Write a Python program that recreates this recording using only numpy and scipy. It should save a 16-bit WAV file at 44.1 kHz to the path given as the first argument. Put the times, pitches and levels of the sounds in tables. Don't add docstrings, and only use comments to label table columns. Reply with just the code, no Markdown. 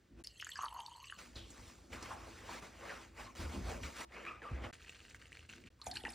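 import sys
import numpy as np
from scipy import signal
from scipy.fft import rfft, irfft
from scipy.io import wavfile
from scipy.ndimage import uniform_filter1d

SR = 44100
rng = np.random.default_rng(int(sys.argv[2]) if len(sys.argv) > 2 else 0)


def transcribe(signal):
    frames = np.atleast_2d(signal).T
    limited = np.clip(frames, -1, 1)
    pcm = np.round(limited * 32767).astype(np.int16)
    wavfile.write(sys.argv[1], SR, pcm)


def ratio_of_db(decibels):
    return 10 ** (np.asarray(decibels, float) / 20)


N = 270774

# time in seconds, gain of the fizz in dB,
# gain of the air cavity in dB, cavity pitch in Hz.
POURS = [
    [(0.238, -67, -99, 1030), (0.27, -77, -100, 1100), (0.414, -71, -103, 940), (0.575, -64, -60, 1090),
     (0.625, -61.5, -49, 1090), (0.69, -73, -60, 880), (0.8, -69.5, -57.5, 920), (1.0, -73, -62.5, 983),
     (1.084, -69, -74.5, 1140), (1.17, -67.5, -58, 1150)],
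    [(5.79, -74, -69, 1080), (5.855, -62, -77, 830), (5.875, -52.5, -55, 724), (5.93, -67.5, -57, 750),
     (5.966, -53, -67, 940), (6.03, -65, -63, 740), (6.045, -58, -53, 850), (6.14, -56.5, -65, 770)],
]


def scrub():
    # frequency in Hz, density in dB per Hz.
    fur = [(300, -6.5), (450, -11.5), (1220, -21.5), (2560, -24), (3330, -24), (6730, -24), (9000, -27),
           (12000, -26), (16000, -42)]
    rub = coloured(grit(900, 3.7, 1.97), fur)
    _, _, z = signal.stft(rub, SR, nperseg=512)
    patches = uniform_filter1d(rng.standard_normal(z.shape), 6, 0)
    patches = evened(uniform_filter1d(patches, 5, 1))
    rub = signal.istft(z * ratio_of_db(2.3 * patches), SR, nperseg=512)[1][:N]

    stroke = pressure(0)
    squelch = pressure(1) * evened(band(rub, 444, 937))
    rasp = stroke * evened(band(rub, 1080, 2705))
    pivot_db, follow = -55, 0.84
    fizz_gain = ratio_of_db(per_cut(1) + pivot_db) * (stroke / ratio_of_db(pivot_db)) ** follow
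    fizz = fizz_gain * evened(band(rub, 3650, SR * 0.4))
    out = squelch + rasp + fizz
    add_smacks(out, fur)
    return out


def add_smacks(out, fur):
    # time in seconds, peak in dB, pitch it sinks to in Hz, decay by 60 dB in seconds,
    # share of wide noise from 0 to 1.
    smacks = [(1.3546, -44, 3150, 0.45, 0), (1.503, -44, 5700, 0.11, 0.5), (1.93, -38, 1780, 0.026, 0.05),
              (2.0249, -38, 4050, 0.085, 0.82), (2.106, -36.5, 840, 0.32, 0), (2.489, -39, 700, 0.19, 0.1),
              (2.621, -44.5, 920, 0.3, 0.64), (2.893, -40, 1290, 0.33, 0), (3.177, -47, 1380, 0.044, 0.22),
              (3.688, -53, 1000, 0.088, 0.4), (3.833, -40, 1810, 0.041, 0.1), (3.986, -44, 820, 0.15, 0.3),
              (4.12, -48.5, 1600, 0.079, 0.2), (4.251, -40, 1500, 0.011, 0.2),
              (4.2657, -42, 1400, 0.033, 0.26), (4.419, -42, 1440, 0.014, 0)]
    sink, sink_s = 0.35, 0.025
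    width_share, land_s = 0.55, 0.0008
    t = np.arange(SR // 4) / SR
    for s, db, hz, t60, share in smacks:
        puff = rng.standard_normal(len(t))
        wide = coloured(puff, fur)
        glide_hz = hz * (1 + sink * np.exp(-t / sink_s))
        pocket = resonate_twice(puff, glide_hz, width_share * hz)
        burst = share * evened(wide) + (1 - share) * evened(pocket)
        tick = 0.34 * np.exp(-t / 0.00059)
        burst *= (ratio_of_db(-60 * t / t60) + tick) * (1 - np.exp(-t / land_s))
        add(out, s, ratio_of_db(db) * burst / abs(burst).max())


def trickle():
    # frequency in Hz, density in dB per Hz.
    bubble_pitches = [(880, -15), (1500, 2.5), (1880, -5), (2410, -0.5), (2830, -11), (3620, -8.5),
                      (4370, -13), (4970, -8.5), (6180, -13), (7460, -6.5), (10900, -1), (15100, -34),
                      (16000, -38)]
    # time in seconds, peak in dB, starting pitch in Hz,
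    # decay by 60 dB in seconds (capped below).
    big_bubbles = [(0.2452, -42.5, 5330, 0.018), (0.272, -32.5, 4840, 0.0076), (0.3986, -38, 2880, 0.016),
                   (0.4114, -40.5, 5100, 0.0049), (0.4202, -42, 3030, 0.014), (0.425, -33.5, 1610, 0.0047),
                   (0.4464, -35, 6970, 0.003), (0.45, -44.5, 3120, 0.015), (0.468, -38, 1600, 0.012),
                   (0.491, -39.5, 7240, 0.0094), (0.4917, -42.5, 1810, 0.013), (0.517, -40.5, 3360, 0.015),
                   (0.5566, -41.5, 4900, 0.0091), (0.556, -41, 1676, 0.08), (0.59, -30.5, 1090, 0.023),
                   (0.613, -40.5, 1250, 0.054), (0.624, -40.5, 1350, 0.015), (0.629, -53, 2770, 0.035),
                   (0.633, -32, 1070, 0.025), (0.641, -29, 1116, 0.036), (0.656, -40.5, 4280, 0.011),
                   (0.663, -34.5, 1110, 0.019), (0.683, -40.5, 3000, 0.015), (0.724, -43, 980, 0.031),
                   (0.745, -44, 946, 0.07), (0.763, -39, 1050, 0.027), (0.779, -46, 940, 0.032),
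                   (0.79, -39.5, 913, 0.052), (0.8044, -40, 3060, 0.008), (0.832, -46.5, 895, 0.033),
                   (0.8628, -38.5, 4300, 0.008), (0.97, -54, 980, 0.025), (1.042, -45, 2600, 0.016),
                   (1.098, -46.5, 1750, 0.01), (1.099, -40.5, 2800, 0.018), (1.124, -35.5, 1490, 0.0056),
                   (5.8156, -42, 4190, 0.021), (5.818, -50, 1140, 0.032), (5.8656, -39.5, 6600, 0.035),
                   (5.868, -32.5, 732, 0.0098), (5.914, -34.5, 4280, 0.018), (5.913, -36.5, 5430, 0.011),
                   (5.9563, -37, 4200, 0.024), (5.956, -45, 2570, 0.022), (5.962, -43.5, 1620, 0.03),
                   (5.932, -52, 1670, 0.026), (6.056, -42, 1760, 0.081), (6.003, -50, 3330, 0.023),
                   (6.07, -42, 2770, 0.03), (5.9688, -33.5, 2760, 0.012), (5.97, -34.5, 4240, 0.02),
                   (6.0365, -42, 2800, 0.01), (6.039, -40.5, 448, 0.0048), (6.051, -31, 2380, 0.0048),
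                   (6.051, -30.5, 1870, 0.018), (6.081, -38.5, 740, 0.0031), (6.0903, -46, 5200, 0.039),
                   (6.133, -49, 4360, 0.013)]
    mist = evened(coloured(rng.standard_normal(N), bubble_pitches))
    tiny = grains(bubble_pitches, 1757, 12030, per_s=22, cycles=21, onset=5.4, spread_db=4.15, clump=1.1)
    in_brush = np.arange(N) < POURS[0][-1][0] * SR
    froth = 1.2 * tiny + np.where(in_brush, 2.7 * brush_walls() + 0.08 * mist, 0.7 * mist)

    sway = 1 + 0.015 * wander(5, 40)
    cavity_hz = curve(POURS, 3, off=1200) * sway
    slosh = grit(170, 2, 0.35)
    cavity = evened(resonate_twice(slosh, cavity_hz, 130, 200))
    out = ratio_of_db(curve(POURS, 1)) * froth + ratio_of_db(curve(POURS, 2)) * cavity
    for s, db, hz, t60 in big_bubbles:
        add(out, s, ratio_of_db(db) * plop(hz, min(t60, 0.09), rng.standard_normal(SR // 10)))
    return out


def brush_walls():
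    # mean frequency in Hz, width of the first resonator in Hz, level in dB.
    modes = [(1900, 180, -8), (2950, 200, 4.5), (4420, 200, 1), (6300, 330, -1), (7800, 300, -5)]
    landing = grit(70, 4, 0.05)
    walls = np.zeros(N)
    for hz, width, db in modes:
        drops = (0.5 * landing + grit(300, 3.5, 0.25)) * ratio_of_db(4 * wander(2, 12))
        drifting_hz = hz * (1 + 0.04 * wander(3, 25))
        walls += ratio_of_db(db) * evened(resonate_twice(drops, drifting_hz, width, 2.8 * width))
    return evened(walls)


def plop(hz, t60, noise):
    tone = ring(hz, t60, 0.078, 1.26)
    t = np.arange(len(tone)) / SR
    noise = noise[:len(t)]
    splash = evened(resonate_twice(noise, hz, 0.27 * hz, 0.29 * hz))
    splash *= np.exp(-(t / (0.42 * t60)) ** 2) * (1 - np.exp(-t * hz / 1.3))
    thud = resonate_twice(noise * np.exp(-t * hz), 0.98 * hz, hz)
    both = tone + 0.32 * splash + 0.99 * thud
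    return both / abs(both).max()


def riffle():
    # start in seconds, length in seconds, gain in dB, change by the end in dB.
    passes = [(4.728, 0.1, -53.5, -29), (4.8, 0.26, -63.5, 1.5), (5.068, 0.1, -63.5, 0),
              (5.2, 0.09, -61.5, -7), (5.312, 0.151, -63, -5.5), (5.492, 0.15, -59, -10),
              (5.662, 0.016, -62.5, -2)]
    # frequency in Hz, density in dB per Hz.
    bristle = [(450, 11.5), (1080, -1), (1530, 0), (2650, 0), (3300, 0), (4400, 2), (5200, -1.5), (6300, 2),
               (9260, -1), (16000, -16)]
    # frequency in Hz, width of the first resonator in Hz, level in dB.
    bristle_modes = [(1600, 440, -9.5), (2070, 1300, 0), (2700, 300, -6), (4200, 440, -10)]
    # time in seconds, peak in dB, pitch in Hz.
    flicks = [(4.7282, -47, 1580), (4.8067, -53, 1530), (4.8174, -50, 2600), (4.824, -48, 2590),
              (4.8624, -50, 2560), (4.883, -46, 2660), (4.894, -39.5, 2600), (4.9468, -48, 2650),
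              (5.0034, -45.5, 2700), (5.1105, -48, 2160), (5.1461, -40.5, 1680), (5.224, -46, 1610),
              (5.256, -47, 2400), (5.268, -53, 2300), (5.32, -43.5, 1910), (5.3283, -41, 2480),
              (5.371, -42, 2200), (5.3924, -46, 2620), (5.407, -49, 2700), (5.492, -48, 2700),
              (5.497, -41.5, 2800), (5.527, -45, 2700), (5.564, -50, 2600), (5.639, -49, 2200),
              (5.672, -44.5, 2700)]
    clumps = np.exp(0.5 * wander(9, 49))
    shared = grit(170, 3, 0.1)
    crackle = np.zeros(N)
    for hz, width, db in bristle_modes:
        drive = (shared + 1.1 * grit(300, 1.4, 0.2)) * clumps
        crackle += ratio_of_db(db) * evened(resonate_twice(drive, hz, width, 2 * width))
    rustle = evened(coloured(rng.standard_normal(N), bristle))
    ticks = grains(bristle, 1147, 16500, per_s=120, cycles=19, onset=2.2, spread_db=4.7, clump=0.55)
    thumb = held(passes, attack=0.014, release=0.02)
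    out = thumb * (0.55 * ticks + 0.5 * rustle + 0.94 * evened(crackle))

    fade = np.exp(-np.arange(300) / (0.001 * SR))
    for s, db, hz in flicks:
        burst = np.pad(rng.standard_normal(300) * fade, (0, 300))
        flick = evened(coloured(burst, bristle)) + 2.9 * evened(resonate_twice(burst, hz, 830))
        add(out, s, ratio_of_db(db) * flick / abs(flick).max())
    return out


def squeak():
    # time in seconds, pitch in Hz, tone level in dB, octave level in dB.
    squeaks = [
        [(3.23, 1110, -65, -71), (3.27, 1090, -57, -72), (3.31, 1080, -67, -75)],
        [(4.264, 1203, -49, -52), (4.294, 1276, -53.5, -46.5), (4.31, 1220, -49, -56.5),
         (4.412, 1250, -68.5, -72)],
        [(4.418, 1780, -56.5, -77), (4.45, 1220, -46.5, -82), (4.52, 1180, -65, -72)],
    ]
    hz = curve(squeaks, 1, off=800)
    drive = grit(300, 1.5, 1.0)
    tone = evened(resonate_twice(drive, hz, 135))
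    octave = evened(resonate_twice(drive, 2 * hz, 330))
    return ratio_of_db(curve(squeaks, 2)) * tone + ratio_of_db(curve(squeaks, 3)) * octave


def tub():
    # frequency in Hz, resonator width in Hz, level in dB.
    shell = [(57.7, 12.7, 1), (79.1, 22, 0.5), (102.3, 29, -3.5)], [(184, 99, 3.5), (232, 86, 4),
             (330, 28, 3.5)]
    # start in seconds, length in seconds, boom in dB, drum in dB,
    # change by the end in dB.
    shakes = np.array([(0.108, 0.11, -63, -63.5, 2.5), (1.348, 0.11, -53.5, -62, -3),
                       (1.595, 0.087, -56, -75, -2), (1.909, 0.067, -55, -64.5, 5),
                       (3.223, 0.078, -56, -62, -9), (3.394, 0.13, -44, -50, -6),
                       (3.546, 0.34, -42, -45, -10), (4.514, 0.18, -50, -52.5, -7.5),
                       (5.496, 0.17, -71, -65.5, 5), (5.866, 0.19, -54.5, -60, -6.5),
                       (6.042, 0.1, -56, -53, -14)])
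    # time in seconds, peak in dB, pitch in Hz, decay by 60 dB in seconds.
    knocks = [(1.362, -47, 68.4, 0.056), (3.437, -38.5, 74.4, 0.44), (3.828, -42, 68.5, 0.21),
              (4.511, -38.5, 115, 0.053), (4.525, -36, 64, 0.38), (4.649, -41.5, 97, 0.054)]
    out, drive = np.zeros(N), rng.standard_normal(N)
    push = ratio_of_db(-8.5) * uniform_filter1d(pressure(0), round(0.01 * SR))
    for column, modes, lean in [(2, shell[0], 0), (3, shell[1], push)]:
        hum = sum(ratio_of_db(db) * evened(resonate_twice(drive, hz, width)) for hz, width, db in modes)
        shake = held(shakes[:, [0, 1, column, 4]], attack=0.011, release=0.031)
        rest = ratio_of_db(per_cut(column))
        out += np.sqrt(rest ** 2 + shake ** 2 + lean ** 2) * evened(hum)
    for s, db, hz, t60 in knocks:
        add(out, s, ratio_of_db(db) * ring(hz, t60, 0, 0.59))
    return out


def air():
    # frequency in Hz, density in dB per Hz.
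    room_tone = [(25,-41), (70,-10.5), (160,-13), (230,-15), (530,-18.5), (860,-29), (1520,-25), (7000,-35),
                 (16000,-39.5)]
    return ratio_of_db(-72.5) * evened(coloured(rng.standard_normal(N), room_tone))


def tiles(x, t60=0.14):
    taps = np.zeros(SR // 2)
    at = np.arange(100, len(taps) - 20, 20)
    signs = rng.choice([-1., 1.], len(at))
    taps[at + rng.integers(0, 20, len(at))] = signs * ratio_of_db(-60 * at / SR / t60)
    return signal.oaconvolve(x, taps / np.linalg.norm(taps))[:N]


def per_cut(column):
    # start in seconds, lather fizz in dB against a stroke at the fizz pivot,
    # resting boom of the tub in dB, its resting drum in dB.
    cuts = np.array([(0, -9.5, -74, -76.5), (0.238, -12, -68, -94), (1.168, -0.5, -64.5, -66),
                     (1.902, -4, -59.5, -63.5), (2.602, -5.5, -63.5, -67), (3.351, -1.5, -65, -68.5),
                     (4.05, -13, -63, -71.5), (4.72, -20, -64, -76.5), (5.7, -14, -69, -79)])
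    return cuts[np.searchsorted(cuts[:, 0], np.arange(N) / SR, "right") - 1, column]


def pressure(squelch):
    # peak time in seconds, level in dB, rise in seconds, fall in seconds, squelch in dB against it.
    strokes = [(0.206, -65.5, 0.053, 0.03, 1.5), (1.19, -56.5, 0.019, 0.17, -6.5),
               (1.368, -60.5, 0.03, 0.09, -0.5), (1.56, -66, 0.44, 0.68, -3.5),
               (1.69, -64, 0.3, 0.12, -5.5), (1.933, -49, 0.024, 0.087, -5), (2.05, -54.5, 0.1, 0.12, -6),
               (2.128, -55, 0.28, 0.063, -1.5), (2.3, -59.5, 1, 1, -3), (2.535, -49.5, 0.14, 0.18, -5.5),
               (2.64, -54, 0.076, 0.12, -5), (2.908, -53, 0.25, 0.2, -0.5), (3.03, -59.5, 0.49, 0.11, -7),
               (3.201, -51, 0.061, 0.15, -4), (3.421, -50, 0.15, 0.1, -3.5), (3.54, -53.5, 0.14, 0.13, 1),
               (3.697, -51, 0.13, 0.17, 2), (3.838, -50, 0.034, 0.14, -3), (4.01, -48.5, 0.11, 0.086, -4),
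               (4.15, -52.5, 0.061, 0.35, -2), (4.279, -54, 0.12, 0.1, -22), (4.424, -57.5, 0.008, 1, 0.5),
               (4.651, -47.5, 0.043, 0.058, -2.5)]
    span_db, roundness = 21.5, 1.16
    t, start, power = np.arange(N) / SR, per_cut(0), np.full(N, 1e-12)
    for s, db, rise, fall, squelch_db in strokes:
        away = np.where(t < s, (s - t) / rise, (t - s) / fall)
        same_cut = start == start[round(s * SR)]
        power += same_cut * ratio_of_db(db + squelch * squelch_db - span_db * away ** roundness) ** 2
    return np.sqrt(power)


def held(rows, attack, release):
    t, power = np.arange(N) / SR, np.zeros(N)
    for s, length, db, fade_db in rows:
        edge = np.maximum((s - t) / attack, 0) + np.maximum((t - s - length) / release, 0)
        power += ratio_of_db(db + fade_db * np.clip((t - s) / length, 0, 1) - 20 * edge) ** 2
    return np.sqrt(power)


def curve(tables, column, off=-120):
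    t, out = np.arange(N) / SR, np.full(N, float(off))
    for rows in map(np.array, tables):
        inside = (t >= rows[0, 0]) & (t <= rows[-1, 0])
        out[inside] = np.interp(t[inside], rows[:, 0], rows[:, column])
    return out


def ring(hz, t60, rise, onset):
    t = np.arange(int(max(t60, 0.002) * SR)) / SR
    tone = np.sin(2 * np.pi * hz * t * (1 + rise * t / t60))
    tone *= ratio_of_db(-60 * t / t60) * (1 - np.exp(-(t * hz / onset) ** 2))
    return tone / abs(tone).max()


def grains(points, lo_hz, hi_hz, per_s, cycles, onset, spread_db, clump):
    pace = np.exp(clump * wander(2.7, 30))
    sizes = ratio_of_db(spread_db * np.minimum(rng.exponential(1, N), 4))
    out = np.zeros(N)
    for hz in np.geomspace(lo_hz, hi_hz, 30):
        train = sizes * (rng.random(N) < per_s / SR * pace / pace.mean())
        out += ratio_of_db(read(points, hz)) * hz * signal.oaconvolve(train, ring(hz, cycles / hz, 0.021, onset))[:N]
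    return evened(out)


def grit(per_s, spread_db, noise):
    size = ratio_of_db(spread_db * np.minimum(rng.exponential(1, N), 4)) * rng.choice([-1, 1], N)
    clicks = evened(size * (rng.random(N) < per_s / SR))
    return evened(clicks + noise * rng.standard_normal(N))


def wander(lo_hz, hi_hz):
    return evened(band(rng.standard_normal(N), lo_hz, hi_hz))


def resonate(x, hz, width):
    turn = np.exp(2j * np.pi * np.cumsum(hz * np.ones(len(x))) / SR)
    r = np.exp(-np.pi * width / SR)
    return 2 * (turn * signal.lfilter([1 - r], [1, -r], x / turn)).real


def resonate_twice(x, hz, width, second_width=None):
    return resonate(resonate(x, hz, width), hz, second_width or width)


def band(x, lo_hz, hi_hz):
    return signal.sosfilt(signal.butter(3, [lo_hz, hi_hz], "band", fs=SR, output="sos"), x)


def read(points, hz):
    f, value = np.transpose(points)
    return np.interp(np.log(hz + 1), np.log(f + 1), value)


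def coloured(x, points):
    db = np.maximum(read(points, abs(np.fft.fftfreq(4096, 1 / SR))), -100)
    response = np.fft.ifft(np.exp(np.conj(signal.hilbert(np.log(ratio_of_db(db)))))).real[:2048]
    return signal.oaconvolve(x, response)[:len(x)]


def evened(x):
    return x / np.sqrt(np.mean(x ** 2) + 1e-20)


def add(mix, s, sound):
    part = mix[round(s * SR):][:len(sound)]
    part += sound[:len(part)]


def scene():
    # frequency in Hz, phase in radians.
    port_phase = [(900, 0), (1400, .25), (1900, 0), (2200, .1), (2800, .5), (3400, 0), (4700, 0),
                  (5500, -.5), (7410, -1.4), (9390, -2.3), (10600, -3.1), (13600, -3.2), (14200, -4.6),
                  (16100, -5.0)]
    # frequency in Hz, gain in dB.
    diffuse_gain = [(60, -30), (200, -11), (380, -9.5), (700, -5), (1300, -13.5), (1900, -31.5),
                    (4700, -16.5), (6500, -22), (9500, -22), (14000, -14)]
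    close = trickle() + riffle()
    mix = close + ratio_of_db(-10.5) * tiles(close) + scrub() + squeak() + tub() + air()
    t, hz = np.arange(N) / SR, np.fft.rfftfreq(N, 1 / SR)
    first, last = POURS
    in_first = (t > first[0][0]) & (t < first[-1][0])
    square = mix * np.where(in_first, 1, np.where(t > last[0][0], 0.15, 0))
    aside = mix - square

    low_pass = signal.butter(4, 600, fs=SR, output="sos")
    spread = aside + signal.sosfilt(low_pass, square)
    diffuse = irfft(rfft(tiles(spread, 0.19)) * ratio_of_db(read(diffuse_gain, hz)), N)
    turn = np.exp(0.5j * read(port_phase, hz))
    left = irfft(rfft(aside) * turn, N)
    right = irfft(rfft(aside) / turn, N)
    return np.array([left + square + diffuse, right + square - diffuse])


def roll_off(x):
    return signal.sosfilt(signal.butter(12, 16520, fs=SR, output="sos"), x)


def record(dry):
    # start of the silence in seconds, its end in seconds.
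    gaps = [(0.227, 0.2385), (4.712, 4.728), (5.689, 5.702)]
    t = np.arange(N) / SR
    low_pass = signal.firwin(511, 15900, window=("kaiser", 8), fs=SR)
    mix = signal.oaconvolve(dry, low_pass[None], "same")
    for start, end in gaps:
        mix = mix * np.clip(np.maximum(start - t, t - end) / 0.001, 0, 1)
    return roll_off(mix)


dry = scene()
out = record(dry)
transcribe(out)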